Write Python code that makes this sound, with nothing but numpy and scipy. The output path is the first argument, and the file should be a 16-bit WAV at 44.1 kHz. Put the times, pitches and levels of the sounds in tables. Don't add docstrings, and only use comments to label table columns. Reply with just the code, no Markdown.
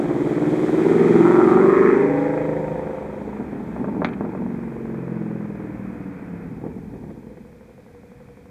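import sys
import numpy as np
from scipy import signal
from scipy.fft import rfft, irfft, next_fast_len
from scipy.io import wavfile
from scipy.ndimage import uniform_filter1d, map_coordinates

SR = 44100
rng = np.random.default_rng(int(sys.argv[2]) if len(sys.argv) > 2 else 0)


def put_to_file(sound):
    columns = np.atleast_2d(sound).T
    safe = np.clip(columns, -1, 1)
    whole_steps = np.round(safe * 32767)
    wavfile.write(sys.argv[1], SR, whole_steps.astype(np.int16))


N = 374850

# (t/s, rate/cycles per s)
ENGINE_SPEED = [(0.0, 18.2), (0.25, 18.37), (0.75, 19.68), (0.95, 20.62), (1.15, 21.3), (1.4, 22.8),
                (1.7, 24.26), (2.05, 25.52), (2.4, 26.3), (2.65, 26.46), (3.2, 26.12), (3.7, 25.54),
                (4.55, 23.19), (4.9, 22.41), (5.5, 20.55), (6.0, 18.94), (6.45, 16.83), (7.25, 14.28),
                (7.65, 11.8), (8.5, 11.8)]
# (t/s, level/dB)
NOTE_LEVEL = [(0, -21.5), (.7, -18.5), (1.0, -13), (1.3, -11.5), (1.43, -12.5), (1.87, -12), (2.1, -18),
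              (2.35, -20), (3.1, -32), (4.5, -30), (4.62, -29), (5.1, -27), (5.5, -30.5), (6.5, -35),
              (7.1, -42.5), (7.55, -48.5), (8.5, -49.5)]
FIRING_BANK = [0, 1, 0, 0, 1, 0, 1, 1]
# (f/Hz, level/dB)
MID_HISS = [(200, -15.5), (700, 7), (1100, 3.5), (1600, 3.5), (2300, -1), (2600, -3.5), (3300, -17.5),
            (4500, -40), (8000, -52)]
CLOSEST_M = 3.81


def exhaust():
    idle_strengths = [-7, 0, 0, -8, -19, -24, -21, -19]
    # (f/Hz, level/dB)
    idle_pipe = [(30, -15), (68, 0), (90, -5), (130, 3), (200, -1), (260, 3), (320, -1), (377, 6), (420, 2),
                 (460, 5), (495, 10), (560, -7), (830, -22), (1100, -36), (3000, -70)]
    # (f/Hz, level/dB)
    rush_colour = [(80, -34.5), (140, -3.5), (230, -4.5), (350, 2), (520, 1.5), (620, -3.5), (760, -4.5),
                   (1050, -12), (1600, -37), (5000, -81)]
    # (t/s, level/dB)
    rush_level = [(0, -6.5), (.75, -10), (1.1, -15.5), (1.9, -21), (2.5, -13), (3.1, -4.5), (3.6, -12.5),
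                  (4.7, -23), (6.3, -12.5), (7.5, -20)]
    # (f/Hz, level/dB)
    burble_colour = [(30, -36), (60, -21), (105, -7.5), (170, -0.5), (235, 6.5), (290, 1.5), (350, -3.5),
                     (440, -1.5), (600, -28), (900, -12.5), (1200, -55), (2500, -57), (3200, -71)]
    # (start t/s, end t/s, added share of uneven burning/0-1)
    burble_spells = [(3.22, 4.51, 0.91), (6.532, 7.413, 0.86)]
    # (start t/s, length/s, lift/dB)
    flare_ups = [(3.388, 0.059, 3), (3.54, 0.052, 2), (3.772, 0.2, 5), (3.966, 0.11, 7.5),
                 (4.202, 0.091, 5), (4.347, 0.12, 3), (6.634, 0.035, 10), (6.91, 0.19, 4.5),
                 (7.238, 0.09, 5)]

    idle_pulses = firings(idle_strengths, bank_lag_ms=.9, scatter_db=1.3, jitter_ms=.25, lead_cycles=.85)
    idle = smear(through(idle_pulses, ring(idle_pipe)), step_ms=4.1, keep=-.6)
    idling = ramp(at=7.0, width=.35)
    even = steady(drone() * (1 - idling) + steady(idle) * idling)

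    surge = uniform_filter1d(uniform_filter1d(np.abs(even), size=200), size=130)
    rush = amp(curves(rush_level)[0]) * steady(surge * noise(rush_colour))

    uneven_pulses = firings(np.zeros(len(FIRING_BANK)), bank_lag_ms=1.36, scatter_db=4.5, jitter_ms=0.82)
    burble = steady(through(uneven_pulses, ring(burble_colour)))
    spells = sum(part * window(start, end, edge=.12) for start, end, part in burble_spells)
    share = np.clip(.035 + spells, 0, 1)

    flare_db = sum(db * window(s, s + length, edge=.0043) for s, length, db in flare_ups)
    mix = np.sqrt(1 - share) * even + np.sqrt(share) * burble + rush
    return amp(curves(NOTE_LEVEL)[0] + flare_db) * mix


def drone():
    # (multiple of the cycle rate, level/dB)
    ahead = [(7, -13.5), (8, -11), (9, -12), (12, -9), (14, -16), (15, -6.5), (16, 1), (17, -7), (18, -13),
             (19, -0.5), (20, -12.5), (22, -8.5), (23, -11), (27, -14.5)]
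    beside = [(6, -16), (8, -4.5), (9, -15.5), (10, -13), (11, -5.5), (12, -6), (14, -4.5), (15, -18),
              (16, -5), (17, 0), (18, -12), (19, 2.5), (20, -4.5), (21, -12.5), (22, -2.5)]
    facing = [(6, -18), (7, -21.5), (8, -9), (9, -16), (10, -7), (11, -19.5), (12, -9.5), (13, -19.5),
              (14, -3), (15, -3), (16, 2.5), (17, -11), (18, -6), (19, -17), (21, -20)]
    behind = [(5, -17.5), (6, -5), (7, -25), (8, -32), (9, -23), (11, 1.5), (12, -3), (14, -12), (15, -15),
              (16, -4), (17, -9.5), (19, -0.5), (20, -6.5), (22, -13.5), (24, -10.5), (31, -12),
              (32, -11.5), (36, -14.5)]
    easing = [(5, -13.5), (6, -1.5), (7, -9.5), (8, -10.5), (11, -6), (12, -23), (13, -9.5), (14, -1.5),
              (16, -22.5), (17, -5), (18, -14), (19, -0.5), (20, -1), (22, -13.5), (24, -13.5), (30, -14),
              (33, -12.5), (35, -6)]
    # (start t/s, blend/s, delay/cycles, smearing by the pipes/cycles,
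    # place of the throb in the cycle/0-1, throb/dB)
    aspects = [(-1, .1, .703, .064, .95, 1.8), (.82, .05, .828, -.066, .47, 1.6),
               (1.16, .07, .641, -.113, .63, 1.5), (2.06, .12, .68, -.076, .97, 1),
               (2.5, .18, .68, -.076, .97, .7)]
    # (multiple of the cycle rate, level/dB)
    coasting = [(5, -6.5), (6, 8), (7, 0), (8, -2), (9, -10.5), (10, 0), (11, -27), (12, -8.5), (13, -17.5),
                (14, -10.5), (15, -3.5), (16, -5.5), (17, -21.5), (18, -12), (20, -13.5), (21, -17.5),
                (22, -17.5), (23, -22.5), (25, -20), (26, -16.5), (28, -19)]
    # (f/Hz, level/dB)
    coast_pipe = [(60, -34), (100, -23), (135, -13.5), (172, -3), (205, -.5), (232, 2.5), (260, -2),
                  (280, -1), (340, -2.5), (385, -2), (450, 4), (490, 3), (600, -6), (1000, -25)]

    timing_flutter = .0012 * wobble(130)
    crank = np.cumsum(curves(ENGINE_SPEED)[0]) / SR + timing_flutter
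    note = np.zeros(N)
    for orders, (start, blend, *shape) in zip([ahead, beside, facing, behind, easing], aspects):
        turn = ramp(start, blend)
        note = note * (1 - turn) + turn * cycling(crank, orders, *shape)
    coast = cycling(crank, coasting, delay=.22, smearing=.007, throb=.7, throb_db=1)
    coast = steady(through(coast, ring(coast_pipe)))
    off = ramp(at=3.15, width=.37)
    flutter_db = .9 * wobble(55)
    return steady((note * (1 - off) + coast * off) * amp(flutter_db))


def cycling(crank, orders, delay, smearing, throb, throb_db):
    cycle = np.linspace(0, 1, 4096)
    wave = np.zeros(len(cycle))
    for k, db in orders:
        turns = k * (cycle - delay) - smearing * (k - 15) ** 2
        wave -= amp(db) * np.cos(2 * np.pi * turns)
    swell = amp(throb_db * np.cos(2 * np.pi * (cycle - throb)))
    return np.interp(crank % 1, cycle, unit(wave * swell))


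def firings(strength_db, bank_lag_ms, scatter_db, jitter_ms, lead_cycles=.28):
    crank = len(FIRING_BANK) * (np.cumsum(curves(ENGINE_SPEED)[0]) / SR + lead_cycles)
    number = np.arange(np.ceil(crank[0]), crank[-1]).astype(int)
    cylinder = number % len(FIRING_BANK)
    chance = rng.standard_normal((2048, 2))[:len(number)]
    late_ms = bank_lag_ms * np.array(FIRING_BANK)[cylinder] + jitter_ms * chance[:, 0]
    times = np.interp(number, crank, np.arange(N) / SR) + late_ms / 1000
    sizes_db = np.array(strength_db)[cylinder] + scatter_db * chance[:, 1]
    return pulses(times, -amp(sizes_db))


def rasp():
    beside_strengths = [-4, -3, -12, -3, -2, -10, 0, -2]
    behind_strengths = [0, -2, -9, -13, -11, -16, -19, -13]
    # (f/Hz, level/dB)
    bark_colour = [(450, -36), (590, 18.5), (670, 5.5), (770, 17), (850, 5), (940, 13.5), (1030, 6),
                   (1120, 13), (1330, 12.5), (1600, -2.5), (1900, -34.5), (3000, -61.5)]
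    open_colour = [(450, -23), (585, 10), (700, -11.5), (800, 6.5), (920, 12), (1050, 13), (1360, 12),
                   (1540, -3.5), (1850, 5.5), (2200, -8), (3000, -47.5)]
    behind_colour = [(480, -35.5), (620, 2), (800, -0.5), (950, -4.5), (1150, -11.5), (1500, -17.5),
                     (1900, -23.5), (3000, -54.5)]
    # (f/Hz, level/dB)
    jet_colour = [(900, -13), (1500, 0.5), (2000, 3), (2500, -6), (3300, -29), (4200, -34), (6000, -29),
                  (12000, -70.5)]
    # (from t/s, until t/s)
    facing_span = (1.23, 2.02)

    note_db, = curves(NOTE_LEVEL)
    beside = firings(beside_strengths, bank_lag_ms=.4, scatter_db=1.6, jitter_ms=.06, lead_cycles=.985)
    behind = firings(behind_strengths, bank_lag_ms=-.5, scatter_db=1.8, jitter_ms=.13, lead_cycles=.95)
    gone = ramp(at=2.29, width=.045)
    blows = unit(beside) * (1 - gone) + unit(behind) * gone

    puff = unit(np.abs(through(blows, amp(-60 * np.arange(SR // 20) / SR / .016))))

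    def gas(flow):
        return unit((puff + flow) * rng.standard_normal(N))

    sharp = .12 + .88 * ramp(at=1.15, width=.1)
    bursts = amp(1.4 * wobble(40) * (1 - gone))
    blast = road_bounce(bursts * (sharp * blows + .3 * gas(flow=.7)))

    opened = ramp(at=1.687, width=.032)
    low_revs = steady(through(blast, ring(bark_colour)))
    high_revs = steady(through(blast, ring(open_colour)))
    voice = steady(low_revs * (1 - opened) + high_revs * opened)
    facing = ramp(facing_span[0], width=.07) * (1 - ramp(facing_span[1], width=.18))
    bark = amp(note_db - 20.5 + 10 * facing) * voice

    far_blast = smear(through(blast, ring(behind_colour)), step_ms=2.685, keep=.36)
    far_bark = amp(-34.5) * steady(far_blast)

    jet_db = note_db - 22.5 + 5.5 * ramp(at=1.764, width=.02)
    jet_source = .28 * sharp * blows + gas(flow=1.0)
    jet = amp(jet_db) * steady(through(jet_source, ring(jet_colour)))

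    lifted = ramp(at=2.87, width=1)
    return (bark * (1 - gone) + far_bark * gone + jet) * (1 - lifted)


def road_bounce(x):
    delay_ms = 2.44 * CLOSEST_M / distance() + .23 * wobble(9)
    delay = delay_ms * SR / 1000
    return x + .41 * np.interp(np.arange(N) - delay, np.arange(N), x)


def overrun():
    spit_strengths = [-40, -40, 0, -14, -16, -40, -40, -16]
    # (f/Hz, level/dB)
    spit_colour = [(250, -16.5), (600, -2), (900, 7.5), (1200, -7), (1700, -6), (2600, -24.5), (4000, -48),
                   (8000, -80.5)]
    # (t/s, level/dB)
    spit_level = [(3.0, -62), (3.4, -58), (4.2, -46.5), (4.6, -49), (5.3, -50), (6.5, -62)]

    spits = firings(spit_strengths, bank_lag_ms=0, scatter_db=2.5, jitter_ms=.3, lead_cycles=.94)
    blurred = smear(through(spits, ring(spit_colour)), step_ms=2.3, keep=.26)
    return amp(curves(spit_level)[0]) * steady(blurred)


def smear(x, step_ms, keep):
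    step = max(1, round(step_ms * SR / 1000))
    return x + sum((-keep) ** k * np.pad(x, (k * step, 0))[:N] for k in range(1, 4))


def afterfire():
    # (t/s, strength/dB)
    pop_list = [(3.37, -39), (3.413, -26), (3.531, -32), (3.764, -19.5), (3.803, -33), (3.844, -17),
                (3.883, -20.5), (3.948, -25), (4.019, -9.5), (4.169, -32), (4.209, -17.5), (4.25, -21),
                (4.35, -19.5), (4.375, -28), (4.42, -26), (4.464, -28.5), (4.505, -37), (6.615, -38),
                (6.648, -36), (6.665, -32.5), (6.777, -42), (6.938, -39), (7.038, -38.5), (7.103, -36.5),
                (7.269, -45), (7.371, -42.5)]
    backfire = [(4.047, -3)]
    wall_echoes = [(4.087, -31), (4.133, -31)]
    # (f/Hz, level/dB)
    near_colour = [(100, -8.5), (300, 8.5), (900, 8), (1600, -4.5), (2400, -24), (4000, -40), (9000, -58)]
    far_colour = [(40, -43), (70, -22), (150, 2), (290, 16), (400, 10), (540, 10), (750, -4.5), (1050, -8),
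                  (1400, -14), (2400, -23.5), (4000, -45)]
    crack_colour = [(100, 3), (500, 8), (1200, 12), (2200, 10), (3000, 0), (3700, 4), (4500, -9),
                    (5500, -20), (6600, -15), (7300, -38), (9000, -56), (14000, -66)]
    echo_colour = [(300, -14), (1200, -2), (2600, 3), (3500, -7), (4300, -15), (5000, -30), (8000, -50)]

    s, db = np.transpose(pop_list)
    blasts = pulses(s, -amp(db))
    far = ramp(at=4.51, width=.14)
    near_pops = through(blasts * (1 - far), ring(near_colour))
    pops = near_pops + amp(.5) * through(near_pops, scatter(t60=.089))
    far_pops = through(blasts * far, ring(far_colour))
    pops += amp(14.5) * through(far_pops, scatter(t60=.067))

    s, db = np.transpose(backfire)
    crack = through(pulses(s, -amp(db)), ring(crack_colour))
    crack_spray = amp(-2) * through(crack, scatter(t60=.075))
    s, db = np.transpose(wall_echoes)
    echoes = through(through(pulses(s, amp(db)), ring(echo_colour)), scatter(t60=.045))
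    return pops + crack + crack_spray + amp(6) * echoes


def scatter(t60):
    t = np.arange(SR // 4) / SR
    spray = rng.standard_normal(len(t)) * amp(-60 * t / t60)
    return spray / np.linalg.norm(spray)


def gas_hiss():
    t = np.arange(N) / SR
    level_db = -47.5 - 18 * np.maximum(t - 6.28, 0) + .5 * wobble(14.0)
    return amp(level_db) * noise(MID_HISS) * ramp(at=2.3, width=.15)


def car_rumble():
    near = 1 - ramp(at=7.2, width=.6)
    level_db = -49.0 + 6.8 * near + 2.5 * wobble(2.3)
    return amp(level_db) * noise([(20, -29.5), (45, -7), (68, -1.5), (95, -5.5), (200, -0.5), (600, -49.5)])


def tyres():
    # (f/Hz, level/dB)
    hiss_colour = [(1500, -0.5), (3300, 6.5), (4300, -2), (5300, -5.5), (7500, -2.5), (9000, -8),
                   (11000, -15), (15000, -19)]
    hiss_db = -40.5 - 29 * np.log10(distance() / CLOSEST_M) + .5 * wobble(14.0)
    return amp(hiss_db) * noise(hiss_colour)


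def distance():
    metres_per_cycle, pass_s = .27, 1.084
    road = metres_per_cycle * np.cumsum(curves(ENGINE_SPEED)[0]) / SR
    return np.hypot(CLOSEST_M, road - np.interp(pass_s, np.arange(N) / SR, road))


def other_car():
    # (t/s, half length/s, level/dB)
    crossing = (8.23, 0.12, -60.5)
    at, half, db = crossing
    return amp(db) / np.hypot(1, (np.arange(N) / SR - at) / half) * noise(MID_HISS)


def background():
    # (f/Hz, level/dB)
    background_colour = [(20, -25), (50, -9), (70, -4), (90, -9), (140, -3), (300, -13), (480, -16),
                         (650, -19), (1100, -27), (2400, -24), (4000, -48)]
    hiss = noise([(1000, -9.5), (3500, -2.5), (8000, -6.5), (15000, -11.0)])
    return amp(-51.5) * noise(background_colour) + amp(-63.5) * hiss


def street(x):
    # (f/Hz, t/s)
    decay_times = [(150, 0.66), (1000, 0.34), (3000, 0.016), (8000, 0.0043)]
    hz, t, z = signal.stft(rng.standard_normal(SR // 2), SR, nperseg=256)
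    fading = z * amp(-60 * t / along(decay_times, hz)[:, None])
    tail = signal.istft(fading, SR, nperseg=256)[1]
    return through(x, np.pad(tail, (SR // 50, 0)) / np.linalg.norm(tail))


def amp(db):
    return 10 ** (np.asarray(db) / 20)


def unit(x):
    return x / np.sqrt(np.mean(x ** 2) + 1e-20)


def steady(x):
    power = uniform_filter1d(uniform_filter1d(x * x, size=5000), size=3000)
    return x / np.sqrt(np.abs(power) + 1e-14)


def along(points, hz):
    f, v = np.transpose(points)
    return np.interp(np.log(hz + 1), np.log(f + 1), v)


def curves(rows):
    s, *cols = np.transpose(rows)
    return [np.interp(np.arange(N) / SR, s, c) for c in cols]


def ramp(at, width):
    return .5 + .5 * np.tanh((np.arange(N) / SR - at) / width)


def window(start, end, edge):
    return ramp(start, edge) * (1 - ramp(end, edge))


def wobble(rate):
    return map_coordinates(rng.standard_normal(int(N * rate / SR) + 4), [np.arange(N) * rate / SR])


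def ring(spectrum, size=8192):
    cepstrum = irfft(np.log(amp(along(spectrum, np.fft.rfftfreq(size, 1 / SR)))))
    cepstrum[1:size // 2] *= 2
    cepstrum[size // 2 + 1:] = 0
    response = irfft(np.exp(rfft(cepstrum)))
    return response / np.abs(response).max()


def through(x, response):
    return signal.oaconvolve(x, response)[:N]


def noise(spectrum):
    return unit(through(rng.standard_normal(N), ring(spectrum)))


def pulses(times, sizes):
    at = np.clip(times * SR, 0, N - 2)
    i = at.astype(int)
    sizes = sizes * (i > 0) * (i < N - 2)
    return np.bincount(i, sizes * (1 - at + i), N) + np.bincount(i + 1, sizes * (at - i), N)


def scene():
    engine = exhaust() + rasp() + overrun()
    pops = afterfire()
    wet = amp(-22 + 5 * ramp(at=3, width=1) + 6 * ramp(at=6.6, width=.3))
    echo = street(wet * engine + amp(-19.0) * pops)
    near_and_far = (engine + echo) / np.sqrt(1 + 3 * wet ** 2)
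    steady_sounds = gas_hiss() + car_rumble() + tyres() + other_car() + background()
    return (near_and_far + pops + steady_sounds)[None]


def record(dry):
    rounded = dry / (1 + np.abs(dry / .78) ** 8) ** (1 / 8)
    size = next_fast_len(N + SR // 2)
    hz = np.fft.rfftfreq(size, 1 / SR)
    dip = amp(along([(2520, -0.5), (2720, -10.5), (2950, -10), (3130, -6)], hz))
    below_top = hz < 15330
    return irfft(rfft(rounded, size) * dip * below_top, size)[..., :N]


dry = scene()
out = record(dry)
put_to_file(out)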